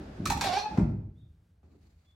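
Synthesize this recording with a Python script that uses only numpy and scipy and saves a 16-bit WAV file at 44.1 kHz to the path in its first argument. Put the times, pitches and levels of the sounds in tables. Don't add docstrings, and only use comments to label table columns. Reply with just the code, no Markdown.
import sys
import numpy as np
from scipy import signal
from scipy.fft import rfft, irfft
from scipy.io import wavfile
from scipy.ndimage import uniform_filter1d

SR = 44100
rng = np.random.default_rng(int(sys.argv[2]) if len(sys.argv) > 2 else 0)


def store_wav(level_fs):
    pcm = np.round(np.clip(np.atleast_2d(level_fs), -1, 1) * 32767)
    wavfile.write(sys.argv[1], SR, pcm.T.astype(np.int16))


N = 94815
T = np.arange(N) / SR
BIN_HZ = np.arange(N + 1) * SR / (2 * N) + 1
LEFT_RIGHT = np.array([[1], [-1]])

# (time [s], pitch [Hz], level [dB], left minus right [dB])
STICK_SLIP = [(0.42, 856.2, -41.5, -7), (0.428, 780, -29, -8.5), (0.436, 825, -42, -4.0),
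              (0.454, 837, -29, -4.5), (0.458, 773.6, -30, -3), (0.482, 784.4, -31.5, -7),
              (0.49, 725.7, -33.5, -16), (0.524, 731.7, -29, -6.0), (0.54, 760, -26, -6),
              (0.56, 756, -29, -2.5), (0.572, 821.6, -24.5, -4.5), (0.618, 802.2, -45.5, -4.0),
              (0.632, 873, -40, 4), (0.656, 827.4, -31.5, 5), (0.672, 846, -32.5, -2),
              (0.706, 838, -53, 4.5), (0.716, 876, -44.5, -3.5), (0.74, 849, -54.5, -2)]


def undb(db):
    return 10 ** (np.asarray(db) / 20)


def unit(x):
    return x / np.sqrt(np.mean(x ** 2) + 1e-20)


def noise():
    return rng.standard_normal(N)


def curve(rows, column=1):
    rows = np.array(rows)
    return np.interp(T, rows[:, 0], rows[:, column])


def at(points, hz):
    points = np.array(points)
    return np.interp(np.log(np.maximum(hz, 1)), np.log(points[:, 0]), points[:, 1])


def colour(x, spectrum):
    low_cut = 1 + (spectrum[0][0] / BIN_HZ / 1.3) ** 6
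    high_cut = 1 + (BIN_HZ / spectrum[-1][0] / 1.3) ** 6
    return unit(irfft(rfft(x, 2 * N) * undb(at(spectrum, BIN_HZ)) / low_cut / high_cut)[:N])


def walk(rate_hz):
    span = max(int(SR / rate_hz), 1)
    return unit(uniform_filter1d(uniform_filter1d(noise(), span), span))


def burst(start, rise, fall):
    age = np.maximum(T - start, 0)
    return np.sin(np.pi / 2 * np.minimum(age / rise, 1)) ** 2 * np.exp(-np.maximum(age - rise, 0) / fall)


def arch(start, length):
    return np.sin(np.pi * np.clip((T - start) / length, 0, 1))


def phase_of(hz):
    return 2 * np.pi * np.cumsum(hz) / SR


def grains(per_s, spread_db):
    ticks = (rng.random(N) < per_s / SR) * np.sign(noise())
    return unit(ticks * undb(spread_db * np.clip(noise(), -2, 2)))


def spread(mid, side, hz):
    width = hz ** 2 / (hz ** 2 + 300 ** 2)
    return (mid + width * side * LEFT_RIGHT) / np.sqrt(1 + width * width)


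def diffuse(spectrum, width_at_hz):
    return spread(colour(noise(), spectrum), colour(noise(), spectrum), width_at_hz)


def wide(mid, side, side_db=-7.5):
    return mid + undb(side_db) * side * LEFT_RIGHT


def room_tone():
    # (frequency [Hz], relative level [dB])
    spectrum = [(15, -57), (25, -27.5), (48, -11.5), (82, 4), (122, -18.5), (156, -11), (253, -27.5),
                (340, -26.5), (389, -49.5), (445, -34.5), (495, -49), (1450, -44), (15500, -56.5)]
    return diffuse(spectrum, width_at_hz=60) * undb(-61 + 2 * walk(12))


def room_tail():
    # (frequency [Hz], t60 [s])
    decay = [(60, .9), (150, 0.54), (400, .62), (1000, 0.56), (3000, 0.53), (6000, 0.38), (14000, .24)]
    mid, side = rfft(noise(), 2 * N), rfft(noise(), 2 * N)
    out = 0
    for hz in 62.5 * 2 ** np.arange(9):
        band = np.cos(np.pi / 2 * np.clip(np.log2(BIN_HZ / hz), -1, 1)) ** 2 / (1 + (85 / BIN_HZ) ** 2)
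        wash = spread(irfft(mid * band)[:N], irfft(side * band)[:N], hz)
        fade = burst(.0012, rise=.003, fall=at(decay, hz) / np.log(1000))
        out = out + wash * fade / np.sqrt(np.sum(fade ** 2))
    return out


def bird():
    # (time [s], length [s], pitch [Hz], pitch lift [Hz], level [dB])
    chirps = [(1.153, 0.095, 3300, 419, -75), (1.208, .045, 3310, 59.4, -80),
              (1.233, 0.045, 3405, 281, -80), (2.045, 0.12, 3410, 68, -72.5)]
    flutter_db, warble_hz = 1.5, 45.3
    out = 0
    for start, length, hz, lift, db in chirps:
        swell = arch(start, length)
        level = undb(db + flutter_db * walk(120)) * swell
        out = out + level * np.sin(phase_of(hz + lift * swell + warble_hz * walk(250)))
    return out


def sleeve():
    # (time [s], level [dB])
    rub_levels = [(1.60, -100), (1.64, -64.5), (1.70, -64.5), (1.755, -56.5), (1.79, -66), (1.86, -65.5),
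                  (1.92, -74.5), (2.15, -87)]
    # (frequency [Hz], relative level [dB])
    rub_spectrum = [(71, -29.5), (120, 5), (295, -1.5), (409, -1), (527, -15.5), (1210, -26), (1500, -30.5),
                    (1950, -59.5), (3300, -120)]
    # (time [s], length [s], level [dB])
    strokes = [(1.597, 0.23, -81.5), (1.776, 0.17, -73.5), (1.899, 0.28, -78)]
    # (frequency [Hz], relative level [dB])
    cloth_spectrum = [(700, 3.5), (1500, -5), (2300, -2), (3200, -9), (4500, -1.5), (5400, -12), (7000, -8),
                      (9500, -20), (15000, -18.5)]
    rub = diffuse(rub_spectrum, width_at_hz=352) * undb(curve(rub_levels))
    swells = sum(undb(db) * arch(start, length) for start, length, db in strokes)
    return rub + diffuse(cloth_spectrum, width_at_hz=1500) * swells * undb(2.65 * walk(70))


def wall_boom():
    # (frequency [Hz], relative level [dB])
    spectrum = [(30, -26.5), (42, -4.5), (55, 3.5), (72, -8), (95, 2.5), (135, -1.5), (220, -12),
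                (400, -24), (900, -60.5)]
    return diffuse(spectrum, width_at_hz=50) * undb(-27.5) * burst(.797, rise=.03, fall=.13)


def slide():
    # (time [s], rumble [dB], hiss [dB])
    travel = [(0, -39.5, -51.5), (.06, -42.5, -52.5), (.15, -46.5, -52.5), (.24, -39, -51.5),
              (.28, -31, -52.5), (.36, -35, -53), (.45, -40.5, -45.5), (.56, -47, -47), (.68, -55, -53),
              (.73, -36.5, -49), (.78, -42, -48), (.84, -83, -81)]
    # (frequency [Hz], relative level [dB])
    rumble_spectrum = [(15, -41), (25, -14.5), (42, 2), (65, 4.5), (130, 0), (167, 2.5), (291, -3),
                       (379, -7), (448, -21), (552, -24), (600, -12), (635, -18.5), (700, -20),
                       (910, -43.5), (1540, -120)]
    # (frequency [Hz], relative level [dB])
    hiss_spectrum = [(240, -30.5), (400, -2.5), (425, 0), (894, -6), (979, -11), (1690, -11.5), (1820, -15),
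                     (3150, -21.5), (4810, -23.5), (15000, -48.5)]
    rumble = diffuse(rumble_spectrum, width_at_hz=79.5) * undb(curve(travel))
    hiss = diffuse(hiss_spectrum, width_at_hz=930) * undb(curve(travel, column=2) + .44 * walk(40))
    return rumble + hiss


def frame_ring(drive):
    # (frequency [Hz], bandwidth [Hz], relative level [dB])
    modes = [(1097, 75, -3.5), (1327, 10, 0), (1800, 34, 3.5), (2236, 40, -5), (2784, 10, -1),
             (3460, 13, -3.5), (3520, 14, 5.5), (4036, 30, 3.5), (4370, 8.3, -3.5), (4870, 40, -4),
             (5460, 29, -6.5), (5800, 47, -8.5), (7220, 130, -5.5), (8410, 92, -9.5), (11410, 190, -13.5)]
    power = sum(undb(db) ** 2 * np.pi * width / SR for _, width, db in modes)
    ring = sum(undb(db) * signal.lfilter(*signal.iirpeak(hz, hz / width, SR), drive)
               for hz, width, db in modes)
    return ring / np.sqrt(power)


def clacks():
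    # (time [s], crack [dB], treble [dB], ring pitch [Hz], ring [dB], crack decay [s])
    knocks = [(0.2541, -30.5, 1.5, 1222, -28, .007), (0.2692, -36, 2, 1225, -40.5, 0.012),
              (0.299, -27.5, -0.5, 872.3, -25.5, .009), (.3175, -36, 0.5, 833, -30, 0.0062),
              (0.371, -44, -1.5, 860, -35.5, 0.015), (0.409, -28.5, -4, 888, -31.5, 0.014),
              (0.439, -34.5, -3.5, 626, -34.5, .018)]
    # (frequency [Hz], relative level [dB])
    spectrum = [(600, -14), (1000, -5), (1600, -0.5), (1950, -4), (2350, 1.5), (2750, -2), (3000, -8.5),
                (3600, -2), (3900, -4.5), (4400, -2.5), (5000, -11), (5700, -2), (6500, -9), (7200, -6),
                (8000, -10.5), (8600, -11), (10500, -17), (11500, -13.5), (13000, -23.5), (15500, -19.5)]
    ring_delay_s, ring_rise_s, detune, ring_pan_db = .003, .005, .06, -7
    rings = envelope = treble_envelope = 0
    for start, db, treble_db, hz, ring_db, decay in knocks:
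        blow = undb(db) * burst(start, rise=.0025, fall=decay)
        envelope = envelope + blow
        treble_envelope = treble_envelope + blow * undb(treble_db)
        onset = start + ring_delay_s
        pair = sum(np.sin(2 * np.pi * hz * (1 + k * detune) * (T - onset - ring_rise_s)) for k in (-1, 1))
        rings = rings + undb(ring_db) * pair * burst(onset, ring_rise_s, fall=.01)

    def crack():
        grit = colour(grains(per_s=12000, spread_db=1.5), spectrum)
        low = signal.sosfiltfilt(signal.butter(2, 6000, fs=SR, output="sos"), grit)
        return envelope * low + treble_envelope * (grit - low) + undb(-8) * frame_ring(envelope * noise())
    return rings * undb(ring_pan_db * LEFT_RIGHT / 2) + wide(crack(), crack())


def rasp(slip_phase):
    # (time [s], level [dB])
    levels = [(.41, -55), (.42, -41.5), (.455, -36.5), (.49, -40), (.52, -43), (.555, -39), (.60, -44.5),
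              (.625, -50), (.66, -62.5), (.72, -62), (.77, -72)]
    # (frequency [Hz], relative level [dB])
    spectrum = [(400, -4), (600, 6), (800, -5), (1100, 6.5), (1350, -10.5), (1650, -10), (1950, -2),
                (2350, -5.5), (2750, -3), (3050, -5.5), (3500, 1), (4200, 0), (5300, -4.5), (6500, -10.5),
                (8000, -19.5), (11500, -23), (12800, -38.5), (15500, -45)]
    cycle_starts = np.diff(np.floor(slip_phase / (2 * np.pi)), prepend=0)
    pulses = unit(cycle_starts * undb(3 * walk(900)))
    slips = undb(-8.5) * (pulses - pulses.mean())

    def scrape():
        grit = (grains(per_s=1200, spread_db=.5) + noise()) / 2
        friction = (slips + grit) * undb(2 * walk(110))
        return colour(friction, spectrum) + undb(-14.5) * frame_ring(unit(friction))
    gate = (T > levels[0][0]) * (T < levels[-1][0])
    return wide(scrape(), scrape()) * undb(curve(levels)) * gate


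def squeals():
    # (time [s], length [s], pitch [Hz], level [dB])
    notes = [(0.576, .035, 4254, -40), (0.612, 0.044, 4293, -43.5), (.642, 0.027, 6000, -54)]
    return sum(undb(db) * arch(start, length) * np.sin(phase_of(hz * (1 + .006 * walk(200))))
               for start, length, hz, db in notes)


def screech():
    glide_hz = uniform_filter1d(curve(STICK_SLIP), SR // 40)
    phase = phase_of(glide_hz * (1 + .003 * walk(200)))
    stack = 0
    for k in range(3, 16):
        level = undb(-6 * (k % 2) + 3 * walk(48))
        stack = stack + level * np.sin(k * phase / 2 + rng.uniform(0, 2 * np.pi))
    return unit(stack) * undb(-38) * arch(start=.509, length=.12)


def squeak(slip_phase):
    # (multiple of the pitch [ratio], relative level [dB])
    partials = [(.5, -21), (1.5, -21.5), (2, -19.5), (3, -21.5)]
    tone = np.sin(slip_phase)
    for multiple, db in partials:
        tone = tone + undb(db + 3 * walk(97)) * np.sin(multiple * slip_phase)
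    flutter = undb(2 * walk(160))
    fade_in = np.clip((T - STICK_SLIP[0][0]) / .0044 + 1, 0, 1)
    fade_out = np.clip((STICK_SLIP[-1][0] - T) / .02 + 1, 0, 1)
    return unit(tone * flutter) * undb(curve(STICK_SLIP, column=2) - 1) * fade_in * fade_out


def thuds():
    # (time [s], body [dB], click [dB], push length [s])
    blows = [(.195, -21.5, -75, .0025), (.7775, -8.5, -32.5, 0.0024), (0.794, -18, -39, 0.0019),
             (.812, -15.5, -46, 0.0032), (.898, -31.5, -57.5, 0.0036), (1.275, -52, -95, 0.013),
             (1.538, -51.5, -95, .006), (1.634, -62, -64.5, 0.0019)]
    # (frequency [Hz], relative level [dB], t60 [s])
    modes = [(63.8, -27.5, 0.7), (102.6, -12, 1), (148.73, -7.5, 0.26), (176, -1, 0.036), (205, -8.5, .06),
             (231.7, -10.5, 0.1), (272, -10.5, 0.49), (326.6, -9, 0.43), (388.1, -14.5, .3),
             (456.6, -17.5, .2), (528, -18, 0.1), (602, -14.5, 0.26), (850, -17.5, .1), (1340, -23, .08)]
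    # (frequency [Hz], relative level [dB])
    click_spectrum = [(150, -2), (400, 9.5), (600, 5.5), (900, 4.5), (1150, -2.5), (1350, -2),
                      (1700, -10.5), (2300, -9.5), (3100, -21), (4300, -22.5), (6000, -23.5), (8000, -30),
                      (11000, -39.5), (15000, -45)]
    build_s, click_rise_s = .008, .0069
    body = sum(undb(db) * np.sin(2 * np.pi * hz * (T - build_s)) * burst(0, build_s, t60 / np.log(1000))
               for hz, db, t60 in modes)
    body = body / np.abs(body).max()
    out = 0
    for time, body_db, click_db, length in blows:
        push = arch(time, length) ** 2
        thud = signal.fftconvolve(push / push.sum(), body)[:N]
        contact = burst(time - click_rise_s, click_rise_s, fall=.014)
        click = diffuse(click_spectrum, width_at_hz=400) * contact
        out = out + undb(body_db) * thud + undb(click_db) * click
    return out


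def scene():
    tail = room_tail()

    def in_room(x, wet_db):
        return x + undb(wet_db) * signal.fftconvolve(np.atleast_2d(x), tail, axes=1)[:, :N]
    slip_phase = phase_of(curve(STICK_SLIP) * (1 + .02 * walk(300)))
    squeak_pan = undb(curve(STICK_SLIP, column=3) * LEFT_RIGHT / 2)
    out = in_room(squeak(slip_phase), wet_db=-5) * squeak_pan
    out += in_room(clacks(), wet_db=-3.5)
    out += in_room(rasp(slip_phase) + squeals() + screech(), wet_db=-6)
    out += in_room(thuds(), wet_db=-1)
    out += in_room(bird(), wet_db=-1)
    return out + slide() + wall_boom() + sleeve() + room_tone()


def record(dry):
    mono_below_hz, low_cut_hz, top_hz = 230, 32, 15900
    mid, side = (dry[0] + dry[1]) / 2, (dry[0] - dry[1]) / 2
    side = signal.sosfiltfilt(signal.butter(1, mono_below_hz, "high", fs=SR, output="sos"), side)
    mid = signal.sosfilt(signal.butter(2, low_cut_hz, "high", fs=SR, output="sos"), mid)
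    return signal.sosfilt(signal.ellip(8, .2, 70, top_hz, fs=SR, output="sos"), mid + side * LEFT_RIGHT)


dry = scene()
out = record(dry)
store_wav(out)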